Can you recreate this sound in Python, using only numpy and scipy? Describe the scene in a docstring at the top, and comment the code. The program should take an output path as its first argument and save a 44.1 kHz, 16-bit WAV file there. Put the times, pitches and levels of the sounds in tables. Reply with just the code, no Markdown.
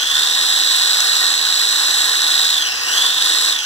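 """An electric hand blender whisks cream in a glass jar, heard close up in wide stereo.
The motor speeds up for about half a second, then runs almost steadily: its pinion (small gear) whines,
the gear wheel rattles and knocks at the same places in every whisk turn, and the wires churn the cream.
Soon after 2.5 s the speed sags deeply, then recovers, and it sags again at the end.
Gears and rotor are tones tied to the motor's angle; rattle, hiss, knocks and cream are filtered noise."""
import sys
import numpy as np
from scipy import signal
from scipy.fft import rfft, irfft
from scipy.io import wavfile

SR = 44100
rng = np.random.default_rng(int(sys.argv[2]) if len(sys.argv) > 2 else 0)


def generate_wav(signal):
    """Clip the signal to [-1, 1] and save it as 16-bit WAV at the path in sys.argv[1]."""
    frames = np.transpose(np.atleast_2d(signal))
    scaled = np.clip(frames, -1, 1) * 32767
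    pcm = np.round(scaled).astype(np.int16)
    wavfile.write(sys.argv[1], SR, pcm)


N = 160965
TIME, BINS = np.arange(N) / SR, np.fft.rfftfreq(N, 1 / SR)  # seconds, Hz

# motor speed: (time [s], speed [turns per second])
MOTOR_SPEED = [(0.0, 287.1), (0.1, 312.7), (0.2, 328.6), (0.35, 341.6), (0.5, 347.3), (0.75, 352.5),
               (1.0, 349.4), (1.35, 352.5), (1.6, 352.4), (1.9, 349.5), (2.2, 349.5), (2.42, 348.7),
               (2.52, 346.3), (2.6, 309.1), (2.7, 249.4), (2.8, 225.2), (2.9, 262.0), (3.0, 305.8),
               (3.1, 327.9), (3.25, 339.8), (3.42, 347.7), (3.51, 348.3), (3.57, 311.8), (3.65, 268.0)]
FULL_SPEED_HZ, GEAR_RATIO = 350, 13  # the motor turns 13 times for one whisk turn
# loudness over time, before each layer's own trim:
# (time [s], gear level [dB], treble level [dB], churning level [dB])
LEVELS = [(0, -19.5, -32, -27.5), (0.08, -21, -28, -29.5), (0.17, -17.5, -24.5, -24.5),
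          (0.26, -19.5, -25.0, -27.5), (0.5, -17.5, -24, -27), (0.75, -16.5, -23.5, -26.5),
          (1.28, -17.5, -23, -25), (1.39, -20, -27.5, -28), (1.5, -18.5, -25.5, -27.5),
          (2, -17.5, -21.5, -25.0), (2.2, -19, -25, -26.5), (2.4, -17, -24, -26.0), (2.55, -19, -26.5, -28),
          (2.68, -21.5, -34.5, -28.5), (2.8, -23.5, -41, -28.5), (2.9, -20, -25, -26.5),
          (2.98, -16, -24.5, -24), (3.06, -16.5, -25.0, -25), (3.14, -20, -28, -29),
          (3.26, -17.5, -23, -25), (3.5, -19, -23.5, -27.5), (3.57, -24, -33, -30.5), (3.65, -26, -43, -32)]

# mains hum tones: (frequency [Hz], relative level [dB])
MAINS_TONES = [(50, -8), (98, 3)]
# mains hum over time: (time [s], level [dB])
MAINS_LEVEL = [(0.0, -62), (0.17, -50), (0.34, -69), (0.41, -53), (0.57, -66), (1.36, -57), (1.66, -67),
               (1.88, -54.5), (3.65, -63.5)]
# rotor tones: (multiple of the motor speed, relative level [dB])
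ROTOR_TONES = [(1, -2), (3, 4)]
# rotor hum over time: (time [s], level [dB])
ROTOR_LEVEL = [(0, -62), (.3, -48.5), (.6, -52.5), (1.2, -54.5), (1.8, -48), (2.3, -53), (2.8, -63),
               (3.05, -53), (3.3, -44), (3.65, -53)]

# colour of cream and jar: (frequency [Hz], relative level per Hz [dB])
CREAM_COLOUR = [(25, -48), (80, -17), (130, -28), (200, -23), (310, -8.5), (400, -13.5), (470, -8.5),
                (600, -12.5), (780, -7), (1080, 0), (1300, -2), (1550, 4), (1900, 8), (2150, -14),
                (3000, 1), (6000, -38)]
# resonances of the jar: (frequency [Hz], boost [dB])
JAR_RESONANCES = [(470, 4.1), (756, 5.5), (889, 2), (1024, 3.2), (1105, 3.6), (1265, 4), (1483, 7.8),
                  (1877, 4.5)]
JAR_WIDTH_HZ = 11.4  # this far from a resonance, its boost in dB is halved
CREAM_TRIM_DB, SPLASH_DB, SPLASH_HZ = 1.5, 1, 58.6  # layer trim; size and rate of the splashes

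# tight spots of the gear wheel: (place in the turn [0-1], width [turns], extra force [relative])
TIGHT_SPOTS = [(.005, 0.0096, 1), (.31, 0.029, 1), (.48, 0.015, 0.81), (.66, 0.054, 0.99), (.75, 0.02, 0.8)]
SPOT_DRIFT_DB, PINION_BEAT = 3, 0.39  # slow drift of each spot; depth of the beat per motor turn

# hardest gear knocks: (time [s], relative level [dB])
HARD_KNOCKS = [(0.0613, -13), (0.1681, -8), (0.207, -11), (0.3217, -3), (0.8839, -12), (1.0044, 12),
               (1.07, 4), (1.1064, -8), (1.1423, -12), (1.5555, 4), (1.5948, 8), (2.005, -1), (2.2194, 6),
               (2.3522, -13), (2.4476, 10), (2.497, -16), (2.535, -10), (2.5731, -10), (2.961, 0),
               (3.2231, 9.5), (3.261, 2), (3.412, 0), (3.45, 2), (3.487, -13), (3.5271, 6), (3.5893, 0)]
# colour of a knock: (frequency [Hz], relative level per Hz [dB])
KNOCK_COLOUR = [(500, -30), (2000, -14), (3800, 0), (5000, -8), (7700, -8), (10000, -17), (15000, -23)]
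KNOCK_TRIM_DB, KNOCK_DECAY_S = -12.5, .001
TICK_TRIM_DB, TICK_SPREAD_DB = -7, 2.5

# the housing under the rattling teeth: (frequency [Hz], relative level per Hz [dB])
HOUSING_COLOUR = [(1200, -37), (2200, -20), (2900, -8.5), (3450, -6), (3900, 2), (4300, 2.5), (4800, -1),
                  (6000, -29.5), (9000, -16)]
# hiss of brushes and gears: (frequency [Hz], relative level per Hz [dB])
HISS_COLOUR = [(3000, -22), (5200, 0.5), (6500, -6.5), (7600, 4.5), (8300, -4), (9200, -10), (11000, -8),
               (13500, -16.5), (15300, -36.5)]
# steady scrape of the whisk wires: (frequency [Hz], relative level per Hz [dB])
SCRAPE_COLOUR = [(1000, -35.5), (2500, 8.5), (4000, -9), (5400, -1), (6400, -3.5), (8000, -8.5),
                 (15000, -42)]
RATTLE_TRIM_DB, HISS_TRIM_DB, SCRAPE_DB = -2.5, 0.5, -23
RATTLE_GRIP, HISS_GRIP = 0.61, 0.32  # how closely each follows the tooth force (an exponent)

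# gear tones: (multiple of the motor speed, relative level [dB])
GEAR_TONES = [(10, -10), (11, -1), (21, -12.5), (22, -13)]
# how well the housing radiates the gear tones: (frequency [Hz], gain [dB])
RADIATION = [(2200, -12), (2650, 0), (3000, -1), (3400, 1), (3900, -1), (4400, 8.5), (5300, 4.5),
             (6200, -1.5), (7000, -6.5), (7800, 2), (9500, -24)]
TOOTH_ERROR_RAD, WANDER_HZ = 0.87, 43
WANDER_RAD = .043  # phase wander per multiple of the motor speed, at full speed

# left minus right: (frequency [Hz], level difference [dB])
BALANCE = [(90, 4), (250, -0.5), (500, 0.5), (760, 2.5), (1400, -3.5), (2700, 0), (4000, -1), (5500, 1.5),
           (6500, -4), (8000, 0)]
# likeness of the channels' sum and difference: (frequency [Hz], likeness [0-1])
LIKENESS = [(100, 0.9), (700, 0.65), (1700, .55), (2800, 0.95), (4000, 0.6), (5200, 0.6), (6400, 0.4),
            (8500, .4), (14000, .2)]
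# what is left in the notches of the sum: (frequency [Hz], level [dB])
SUM_FLOOR = [(100, -4.5), (450, -2), (800, -1.5), (2000, -94), (2500, -96), (4700, -9.5), (7000, -6),
             (9350, -22), (11700, -10.5), (14000, -22)]
# what is left in the notches of the difference: (frequency [Hz], level [dB])
DIFFERENCE_FLOOR = [(1100, -11), (3500, -8), (5850, -3), (8100, -9), (15000, -8)]
# weight of the difference: (frequency [Hz], gain [dB])
WIDTH = [(100, -6.5), (350, 1), (520, -0.5), (900, -7.5), (1600, 1.5), (2400, -6.5), (4400, -2.5),
         (8000, -1)]
NOTCH_SPACING_HZ, NOTCH_POWER = 1 / .000428, 1.4  # a higher power widens the notches
TOP_EDGE_HZ = 15500


def amp(db):
    """Turns decibels into a plain gain."""
    return 10 ** (np.asarray(db) / 20)


def unit(x):
    """Scales to an average strength (rms) of 1."""
    return x / np.sqrt(np.mean(x ** 2) + 1e-20)


def curve(table, axis=1):
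    """Reads one column of a time table at every sample."""
    rows = np.array(table)
    return np.interp(TIME, rows[:, 0], rows[:, axis])


def read(points):
    """Reads a frequency table at every frequency bin, on a logarithmic scale."""
    hz, value = np.transpose(points)
    return np.interp(np.log(BINS + 1), np.log(hz), value)


def apply_gain(x, gain):
    """Multiplies each frequency of a sound by its gain."""
    return irfft(rfft(x) * gain, N)


def colour(x, points):
    """Shapes noise by a frequency table, keeping the power of white noise."""
    return apply_gain(x, unit(amp(read(points))))


def wander(hz):
    """Smooth random drift of rms 1; movements faster than hz fade out."""
    return unit(apply_gain(rng.standard_normal(N), 1 / (1 + (BINS / hz) ** 2)))


def hum(turns):
    """An unbalanced rotor hums in step with the motor; the mains hum wavers beside it."""
    rotor, mains = np.zeros(N), np.zeros(N)
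    for multiple, db in ROTOR_TONES:
        rotor += amp(db) * np.cos(2 * np.pi * (round(multiple) * turns + rng.random()))
    for hz, db in MAINS_TONES:
        mains += amp(db) * np.cos(2 * np.pi * hz * TIME + 0.95 * wander(hz=13))
    return np.sqrt(2) * (rotor * amp(curve(ROTOR_LEVEL)) + mains * amp(curve(MAINS_LEVEL)))


def cream(turns):
    """The wires churn the cream in small splashes, pulsing with the whisk and ringing the jar."""
    whisk_pulse = 1 + 0.055 * np.cos(2 * np.pi * turns / GEAR_RATIO)
    stir = unit(whisk_pulse * amp(SPLASH_DB * wander(SPLASH_HZ)))
    ring_db = sum(db / (1 + ((BINS - hz) / JAR_WIDTH_HZ) ** 2) for hz, db in JAR_RESONANCES)
    splashes = apply_gain(stir * rng.standard_normal(N), amp(ring_db))
    return unit(colour(splashes, CREAM_COLOUR)) * amp(curve(LEVELS, axis=3) + CREAM_TRIM_DB)


def tooth_force(turns):
    """Force on the teeth: it peaks at each tight spot of the wheel and beats with the pinion."""
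    force = np.ones(N)
    for place, width, extra in TIGHT_SPOTS:
        away = (turns / GEAR_RATIO - place + .5) % 1 - .5  # distance from the spot, in wheel turns
        bump = np.exp(-.5 * (away / width) ** 2)
        force += extra * amp(SPOT_DRIFT_DB * wander(hz=0.85)) * bump
    return unit(force * (1 + PINION_BEAT * np.cos(2 * np.pi * turns)))


def tooth_error(turns, count=14):
    """Uneven tooth spacing: a random pattern that repeats with each whisk turn and drifts slowly."""
    angle = 2 * np.pi * turns / GEAR_RATIO
    drift = .5 * wander(hz=0.5)
    error = np.zeros(N)
    for k in range(1, count):
        phase = rng.uniform(0, 2 * np.pi) + rng.normal() * drift
        error += np.cos(k * angle + phase) / np.sqrt(k + 2)
    return unit(error)


def knocks(turns):
    """Short cracks of gear play: light ticks at the tight spots and some hard knocks."""
    blows = np.zeros(N)
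    for place, _, extra in TIGHT_SPOTS:
        # true at the sample where the wheel passes the spot
        passing = np.diff(np.floor(turns / GEAR_RATIO - place), append=-np.inf) > 0
        spread_db = TICK_SPREAD_DB * np.clip(rng.standard_normal(N), -2, 2)
        blows += passing * extra * amp(curve(LEVELS) + TICK_TRIM_DB + spread_db)
    for s, db in HARD_KNOCKS:
        blows[round(s * SR)] += amp(db + KNOCK_TRIM_DB)
    # each blow dies away quickly
    envelope = signal.lfilter([1], [1, -np.exp(-1 / (KNOCK_DECAY_S * SR))], blows)
    return colour(envelope * rng.standard_normal(N), KNOCK_COLOUR)


def rattle(force, grain):
    """Teeth chatter into the housing, brushes and gears hiss, and the whisk wires scrape."""
    body_noise, hiss_noise, scrape_noise = rng.standard_normal((3, N)) * grain
    body = colour(body_noise * unit(abs(force) ** RATTLE_GRIP), HOUSING_COLOUR)
    hiss = colour(hiss_noise * unit(abs(force) ** HISS_GRIP), HISS_COLOUR)
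    scrape = colour(scrape_noise, SCRAPE_COLOUR) * amp(SCRAPE_DB)
    body *= amp(curve(LEVELS) + RATTLE_TRIM_DB)
    hiss *= amp(curve(LEVELS, axis=2) + HISS_TRIM_DB)
    return body + hiss + scrape


def whine(turns, force, error):
    """Meshing teeth sing; uneven spacing adds side tones, and a labouring motor sounds rougher."""
    looseness = WANDER_RAD * (FULL_SPEED_HZ / curve(MOTOR_SPEED)) ** 3.6  # grows as the speed sags
    tones = np.zeros(N)
    for multiple, db in GEAR_TONES:
        phase = 2 * np.pi * (round(multiple) * turns + rng.random())
        tones += amp(db) * np.cos(phase + error + multiple * looseness * wander(WANDER_HZ))
    return apply_gain(np.sqrt(2) * tones * force * amp(curve(LEVELS)), amp(read(RADIATION)))


def widen(first, second):
    """Stereo widening: sum and difference of the channels have alternating notches."""
    angle, like = np.pi * BINS / NOTCH_SPACING_HZ, np.clip(read(LIKENESS), 0, 1)
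    mid = first * np.hypot(abs(np.sin(angle)) ** NOTCH_POWER, amp(read(SUM_FLOOR)))
    # the difference is partly the first rendering, a quarter cycle shifted, and partly the second
    side = -1j * np.sign(np.sin(2 * angle)) * like * first + np.sqrt(1 - like ** 2) * second
    side = side * np.hypot(abs(np.cos(angle)) ** NOTCH_POWER, amp(read(DIFFERENCE_FLOOR)))
    side = side * amp(read(WIDTH))
    tilt = amp(read(BALANCE) / 2)  # half the balance goes to each channel
    return irfft(np.array([(mid + side) * tilt, (mid - side) / tilt]), N)


def scene():
    """All parts share the motor's angle; two renderings with fresh noise make the stereo width."""
    turns = np.cumsum(curve(MOTOR_SPEED)) / SR
    force, error = tooth_force(turns), TOOTH_ERROR_RAD * tooth_error(turns)
    grain = unit(amp(1.24 * wander(hz=497)))  # fast, small changes of loudness
    renderings = []
    for _ in range(2):
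        background = hum(turns) + cream(turns)
        gears = knocks(turns) + rattle(force, grain) + whine(turns, force, error)
        renderings.append(rfft(background + gears))
    return widen(*renderings)


def record(dry):
    """Softly rounds the highest peaks, then removes the sound above the top edge."""
    rounded = dry / (1 + (dry / .9) ** 6) ** (1 / 6)
    low_pass = signal.firwin(511, TOP_EDGE_HZ, window=("kaiser", 9), fs=SR)
    return signal.oaconvolve(rounded, low_pass[None], "same", axes=1)


dry = scene()
out = record(dry)
generate_wav(out)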